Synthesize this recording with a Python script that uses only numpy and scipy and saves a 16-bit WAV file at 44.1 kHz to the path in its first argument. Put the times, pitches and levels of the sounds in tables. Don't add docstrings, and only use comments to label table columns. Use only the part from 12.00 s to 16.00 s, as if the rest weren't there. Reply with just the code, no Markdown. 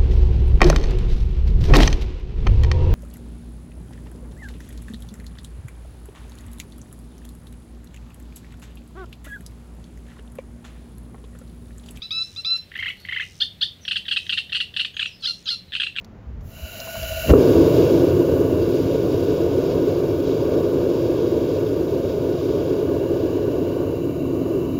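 import sys
import numpy as np
from scipy import signal
from scipy.fft import rfft, irfft
from scipy.io import wavfile
from scipy.ndimage import map_coordinates

SR = 44100
rng = np.random.default_rng(int(sys.argv[2]) if len(sys.argv) > 2 else 0)


def unload_audio(sound):
    columns = np.transpose(np.atleast_2d(sound))
    steps = np.round(np.clip(columns, -1, 1) * 32767)
    wavfile.write(sys.argv[1], SR, steps.astype(np.int16))


N = 176400
TOP_HZ = 15600


def undb(db):
    return 10 ** (np.asarray(db) / 20)


def unit(x):
    return x / np.sqrt(np.mean(x ** 2) + 1e-20)


def clock(length):
    return np.arange(max(int(length * SR), 32)) / SR


def add(out, start, x):
    i = max(int(start * SR), 0)
    out[i:i + len(x)] += x[:max(N - i, 0)]


def gate(t, attack, release):
    return np.sin(np.pi / 2 * np.clip(np.minimum(t / attack, (t[-1] - t) / release), 0, 1))


def gain_at(hz, curve):
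    f, db = np.array(curve).T
    return undb(np.interp(np.log(np.maximum(hz, 1)), np.log(f), db))


def colour(x, curve):
    size = 2 * len(x)
    hz = np.arange(len(x) + 1) * SR / size
    return irfft(rfft(x, size) * gain_at(hz, curve))[:len(x)]


def noise_bed(curve):
    return unit(colour(rng.standard_normal(N), curve))


def wobble(size, hz):
    knots = rng.standard_normal(2048)
    return map_coordinates(knots, [np.arange(size) * 2 * hz / SR], order=3, mode="wrap")


# f/Hz, level/dB
RUMBLE_EQ = [(15, -24), (25, -12.5), (81, 0), (124, -4), (184, -4.5), (288, -12), (565, -18), (900, -25.5),
             (1170, -49), (1980, -120)]
HISS_EQ = [(500, -25), (900, 3), (2000, 7.5), (4000, 12), (6000, -6), (10000, -26.5), (15000, -37.5)]
def background(rumble_db=-51, hiss_db=-57.5):
    lowpass = signal.butter(4, 1000, fs=SR, output="sos")
    rumble = unit(signal.sosfilt(lowpass, noise_bed(RUMBLE_EQ)))
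    return undb(rumble_db) * rumble + undb(hiss_db) * noise_bed(HISS_EQ)


# f/Hz, level/dB
LOW_DRONE_EQ = [(60, -51), (80, 2.5), (94, 4.5), (108, -8.5), (135, -36)]
HIGH_DRONE_EQ = [(130, -20), (160, -8), (176, 2), (192, -2.5), (230, -31)]
# t/s, low level/dB, high level/dB
DRONE_FADERS = [(0, -54.5, -66.5), (1.4, -54.5, -66.5), (2.1, -59, -58.5), (4, -96, -62.5)]
def drone():
    t = np.arange(N) / SR
    times, low_db, high_db = np.array(DRONE_FADERS).T
    low = undb(np.interp(t, times, low_db)) * noise_bed(LOW_DRONE_EQ)
    high = undb(np.interp(t, times, high_db)) * noise_bed(HIGH_DRONE_EQ)
    return low + high


# t/s, length/s, level/dB
BUZZES = [(0.202, 0.22, -54.5), (1.206, 0.26, -55.5), (2.208, .2, -56.5), (3.209, 0.22, -56.5)]
# f/Hz, level/dB
BUZZ_EQ = [(3500, -36), (5000, 2), (5800, 2.5), (7500, -8), (9700, -9), (11000, -35)]
def buzz(ticks_per_s=87.4):
    out = np.zeros(N)
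    for start, length, db in BUZZES:
        cycle = clock(length) * ticks_per_s % 1
        ticks = np.exp(-cycle / 0.32) * rng.standard_normal(len(cycle))
        add(out, start, undb(db) * unit(colour(ticks, BUZZ_EQ)))
    return out


# t/s, pre-EQ level/dB
SNAPS = [(.51, -49), (.575, -50), (.80, -48.5), (1.0, -53), (1.058, -54), (2.256, -52)]
# t/s, length/s, pre-EQ level/dB
RUSTLES = [(0.477, 0.12, -60.5), (.74, 0.38, -63.5), (1.0, 0.22, -68)]
# f/Hz, level/dB
REED_EQ = [(300, -4), (1000, 5), (5000, 10), (8000, -4.5), (12500, 4), (15500, -18)]
def rustles(snap_decay_s=0.0054, crackles_per_s=220):
    out = np.zeros(N)
    t = clock(.03)
    snap_envelope = gate(t, .001, .01) * np.exp(-t / snap_decay_s)
    for start, db in SNAPS:
        add(out, start, undb(db) * snap_envelope * rng.standard_normal(len(t)))
    for start, length, db in RUSTLES:
        t = clock(length)
        impulses = (rng.random(len(t)) < crackles_per_s / SR) * rng.standard_normal(len(t))
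        grain = rng.standard_normal(len(clock(.002)))
        crackle = signal.fftconvolve(impulses, grain, "same")
        add(out, start, undb(db) * gate(t, .02, .04) * unit(crackle))
    return colour(out, REED_EQ)


# t/s, length/s, first f/Hz, last f/Hz, level/dB
SLURS = [(0.976, 0.0862, 4270, 4400, -53), (1.808, 0.098, 6080, 5010, -57.5),
         (2.934, 0.12, 6500, 7160, -63.5), (3.056, 0.041, 5930, 5400, -54.5),
         (3.106, .07, 5030, 5170, -53.5), (3.198, 0.043, 4530, 4060, -49.5),
         (3.434, 0.025, 7070, 5900, -58), (3.677, 0.057, 4130, 3830, -55.5)]
def far_bird():
    out = np.zeros(N)
    for start, length, first, last, db in SLURS:
        t = clock(length)
        hz = np.linspace(first, last, len(t)) * (1 + 0.023 * wobble(len(t), hz=300))
        tone = np.sin(2 * np.pi * np.cumsum(hz) / SR)
        add(out, start, undb(db) * gate(t, 0.0067, 0.0087) * tone)
    return out


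# f/Hz, level/dB
SCATTER_EQ = [(1000, -27.5), (2000, 4.5), (2800, 5), (4200, 6.5), (6000, 16.5), (12000, 22)]
def stem_scatter(x, echoes_per_s, t60, send_db):
    t = clock(.6)
    echoes = rng.standard_normal(len(t)) * (rng.random(len(t)) < echoes_per_s / SR)
    echoes *= undb(-60 * t / t60) * (t > .002)
    response = colour(echoes / np.sqrt(np.sum(echoes ** 2) + 1e-20), SCATTER_EQ)
    return undb(send_db) * signal.fftconvolve(x, response)[:N]


def voice(hz, throat, rough, flutter, jitter_hz=700, flutter_hz=350):
    pitch = hz * (1 + rough * wobble(len(hz), jitter_hz))
    phase = 2 * np.pi * np.cumsum(pitch) / SR
    k = np.arange(1, 12)[:, None]
    harmonics = gain_at(k * hz, throat) * (k * hz < TOP_HZ) * np.sin(k * phase)
    return unit(harmonics.sum(0) * (1 + flutter * wobble(len(hz), flutter_hz)))


# t/s, length/s, f/Hz, level/dB
WHISTLES = [(0.019, 0.046, 1318, -33), (0.1066, 0.13, 1300, -25.5), (0.361, 0.048, 1346, -34),
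            (.447, .121, 1329, -26)]
# f/Hz, level/dB
WHISTLE_THROAT = [(1300, -21.5), (2620, -11.5), (3300, 1), (3950, 3.5), (5250, -14), (6500, -37),
                  (7900, -50), (9200, -47.5), (10500, -44), (13000, -60), (15000, -58)]
def whistles(scoop=.17, scoop_s=.005, rise_hz_per_s=230, catch_at_s=0.1208):
    out = np.zeros(N)
    for start, length, hz, db in WHISTLES:
        t = clock(length)
        pitch = hz * (1 - scoop * np.exp(-t / scoop_s)) + rise_hz_per_s * t
        rough = .0035 + .025 * np.exp(-((t - catch_at_s) / .007) ** 2)
        accent_db = 0.5 * np.exp(-t / 0.068)
        waver_db = 1.2 * wobble(len(t), hz=30)
        envelope = undb(db + accent_db + waver_db) * gate(t, 0.0018, 0.0077)
        add(out, start, envelope * voice(pitch, WHISTLE_THROAT, rough, flutter=.035))
    return out


# t/s, length/s, second harmonic before the bend f/Hz, level/dB
RATTLES = [(0.716, 0.0079, 1934, -35.5), (0.739, 0.0057, 2170, -35), (0.752, 0.011, 1863, -29.5),
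           (0.763, 0.0061, 2090, -27), (.776, .008, 2950, -35.5), (.788, .018, 2122, -26.5),
           (.810, 0.0063, 2940, -30), (.824, 0.017, 2093, -25), (.845, 0.0092, 2910, -29),
           (0.858, 0.018, 2135, -25), (0.879, 0.017, 2857, -27), (.896, 0.018, 2230, -30),
           (1.049, 0.007, 2090, -31.5), (1.074, 0.0043, 2840, -36), (1.086, 0.015, 2055, -26.5),
           (1.11, 0.0091, 2970, -33.5), (1.122, 0.017, 2097, -24.5), (1.146, 0.0096, 2900, -30),
           (1.161, 0.018, 2040, -23.5), (1.181, .011, 2830, -31.5), (1.196, 0.021, 2024, -24),
           (1.22, 0.022, 2800, -32.5)]
RATTLE_BEND = [(0, 0.93), (.28, 0.88), (.48, 1.02), (1, 0.986)]
# f/Hz, level/dB
RATTLE_THROAT = [(900, -41), (1150, -19), (1500, -21), (1750, 4), (2100, 5.5), (2420, -1.5), (2880, -3),
                 (3400, -1.5), (4200, -25), (5500, -41), (9000, -52.5), (14000, -56)]
def rattles(settle_s=0.0072):
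    out = np.zeros(N)
    for start, length, hz, db in RATTLES:
        t = clock(length)
        pitch = hz / 2 * np.interp(t / length, *np.array(RATTLE_BEND).T)
        rough = .022 + 0.062 * np.exp(-t / settle_s)
        note = voice(pitch, RATTLE_THROAT, rough, flutter=.18)
        add(out, start, undb(db) * gate(t, 0.0032, 0.0034) * note)
    return out


def glides(cues, gesture, throat, flutter):
    out = np.zeros(N)
    times, *lanes = np.array(gesture).T
    t = clock(times[-1])
    hz, effort_db, rough = (np.interp(t, times, lane) for lane in lanes)
    for start, db in cues:
        envelope = undb(db + effort_db) * gate(t, 0.00062, 0.0016)
        add(out, start, envelope * voice(hz, throat, rough, flutter))
    return out


# t/s, level/dB
CHIPS = [(1.400, -15.5), (1.608, -15)]
# t/s from the cue, f/Hz, level/dB re the cue, roughness
CHIP_RISING = [(0, 1219, -43, .12), (.006, 1346, -4, 0.1), (.013, 1489, 1.5, 0.01), (.021, 1684, -5, 0.02),
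               (0.028, 1830, -3, .02), (.037, 1790, -17, .04), (0.044, 1750, -57, .05)]
CHIP_FALLING = [(0, 1716, -40, 0.07), (.006, 1788, -11, .08), (.012, 1657, -26, 0),
                (0.025, 1513, -30, 0.11), (.032, 1470, -6.5, .03), (0.043, 1440, -17, 0)]
# f/Hz, level/dB
CHIP_THROAT = [(1000, -5), (1400, -25.5), (2000, -8.5), (2400, -37), (2850, -11), (3400, 8.5), (4400, -4.5),
               (5000, -18), (5700, -33.5), (7000, -50), (8800, -47), (11000, -50), (15000, -71)]
def chips():
    rising = glides(CHIPS, CHIP_RISING, CHIP_THROAT, flutter=0.28)
    falling = glides(CHIPS, CHIP_FALLING, CHIP_THROAT, flutter=0.34)
    return rising + falling


# t/s, level/dB
SQUEALS = [(3.224, -20.5), (3.456, -20.5)]
# t/s from the cue, f/Hz, level/dB re the cue, roughness
SQUEAL_HIGH = [(0, 1714, -23, 0.054), (0.011, 1590, -14.5, 0.034), (0.031, 1542, -5, .05),
               (0.036, 1711, 2.5, 0.0087), (0.042, 1980, -18, .03), (.050, 2142, 2, 0.021),
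               (0.055, 1930, -28, .04)]
SQUEAL_LOW = [(0, 1388, -20.5, 0.028), (.024, 1292, -5.5, 0.035), (0.035, 1280, -18, 0.037),
              (0.048, 1501, -28, 0.038), (0.052, 1458, -1.5, 0.01), (.066, 1385, -6.5, .015),
              (.088, 1375, -7.5, 0.024), (0.103, 1340, -31, 0.014)]
# f/Hz, level/dB
SQUEAL_THROAT = [(1000, -17), (1400, -15.5), (2000, -16), (2400, -17), (2850, -5), (3400, 7), (4250, 4),
                 (5000, -4), (5700, -23), (7000, -36), (8800, -41), (11000, -40.5), (15000, -64)]
def squeals():
    high = glides(SQUEALS, SQUEAL_HIGH, SQUEAL_THROAT, flutter=0.098)
    low = glides(SQUEALS, SQUEAL_LOW, SQUEAL_THROAT, flutter=0.097)
    return high + low


def ring(x, hz, t60):
    radius = undb(-60 / (t60 * SR))
    pole = radius * np.exp(2j * np.pi * hz / SR)
    return 2 * (1 - radius) * signal.lfilter([1], [1, -pole], x).real


# t/s, length/s, mean pitch f/Hz, level/dB
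RASPS = [(1.85, 0.0094, 1624, -32.5), (1.878, 0.012, 1433, -23), (1.909, .016, 1489, -20),
         (1.929, 0.005, 1455, -23), (1.957, .019, 1489, -21), (2.051, 0.02, 1757, -38),
         (2.081, 0.013, 1517, -23.5), (2.110, 0.02, 1523, -20.5), (2.129, 0.0081, 1480, -24),
         (2.161, 0.019, 1492, -19.5), (2.264, 0.0099, 1645, -34), (2.293, 0.015, 1526, -20.5),
         (2.3224, 0.017, 1496, -21), (2.337, 0.0077, 1396, -23.5), (2.372, 0.021, 1521, -21),
         (2.494, 0.011, 1570, -36), (2.519, 0.018, 1528, -24), (2.5469, .017, 1479, -21),
         (2.563, 0.013, 1395, -23), (2.6005, 0.01974, 1494, -22), (2.737, 0.011, 1620, -37),
         (2.763, 0.015, 1573, -22.5), (2.791, .016, 1480, -20), (2.807, 0.0098, 1490, -24),
         (2.814, 0.0084, 1346, -26), (2.846, 0.012, 1511, -23.5), (2.942, 0.0062, 1640, -34),
         (2.966, 0.0078, 1530, -24), (2.993, 0.012, 1536, -20.5), (3.007, 0.019, 1312, -25.5),
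         (3.026, 0.0084, 1424, -19.5), (3.055, .009, 1463, -22.5), (3.720, 0.0045, 1620, -28.5),
         (3.727, 0.0072, 1750, -30), (3.733, 0.014, 1596, -28), (3.749, 0.0099, 1464, -21.5),
         (3.762, 0.012, 1388, -25), (3.798, 0.013, 1475, -20.5), (3.815, 0.0096, 1412, -20),
         (3.830, 0.0095, 1387, -19), (3.837, 0.0054, 1395, -20), (3.864, 0.013, 1446, -26),
         (3.955, 0.0048, 1680, -30), (3.962, 0.0054, 1655, -22.5), (3.968, 0.014, 1523, -29.5),
         (3.983, .010, 1394, -21)]
# f/Hz, level/dB
RASP_THROAT = [(900, -83), (1200, -14), (1500, -15.5), (1950, -0.5), (2400, -6.5), (2700, 7.5), (3300, 5.5),
               (3900, 3), (4450, -4), (5000, -15), (6500, -37.5), (9500, -35), (11500, -52.5), (15000, -60)]
# t/s, frequency ratio
THROAT_TUNING = [(1.85, 0.96), (2.8, 0.97), (3.0, 0.91), (3.75, 0.93), (4, 0.88)]
# f/Hz, t60/s, level/dB
RASP_RINGS = [(2720, .07, -6), (2925, .07, -6), (4410, .035, -6)]
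def rasps(log_pitch_fall=0.277, sag_db=3.5):
    out = np.zeros(N)
    flat_eq = [(1, 0)]
    for start, length, hz, db in RASPS:
        t = clock(length)
        progress = t / length
        pitch = hz * np.exp(log_pitch_fall * ((1 - progress) ** 2 - 1 / 3))
        source = voice(pitch, flat_eq, rough=0.096, flutter=0.54, jitter_hz=905.5, flutter_hz=582)
        tuning = np.interp(start, *np.array(THROAT_TUNING).T)
        throat = [(f * tuning, level) for f, level in RASP_THROAT]
        envelope = undb(db + sag_db * (.5 - progress)) * gate(t, 0.0036, 0.0043)
        add(out, start, envelope * unit(colour(source, throat)))
    return out + sum(undb(db) * ring(out, hz, t60) for hz, t60, db in RASP_RINGS)


def scene():
    marsh = background() + drone() + buzz() + rustles()
    song = far_bird() + whistles() + rattles() + chips() + squeals() + rasps()
    near_stems = stem_scatter(song, echoes_per_s=1700, t60=0.1, send_db=-13.5)
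    far_stems = stem_scatter(song, echoes_per_s=5000, t60=0.25, send_db=-13)
    return (marsh + song + near_stems + far_stems)[None]


def record(dry):
    return signal.sosfilt(signal.ellip(10, .2, 80, TOP_HZ, fs=SR, output="sos"), dry)


dry = scene()
out = record(dry)
unload_audio(out)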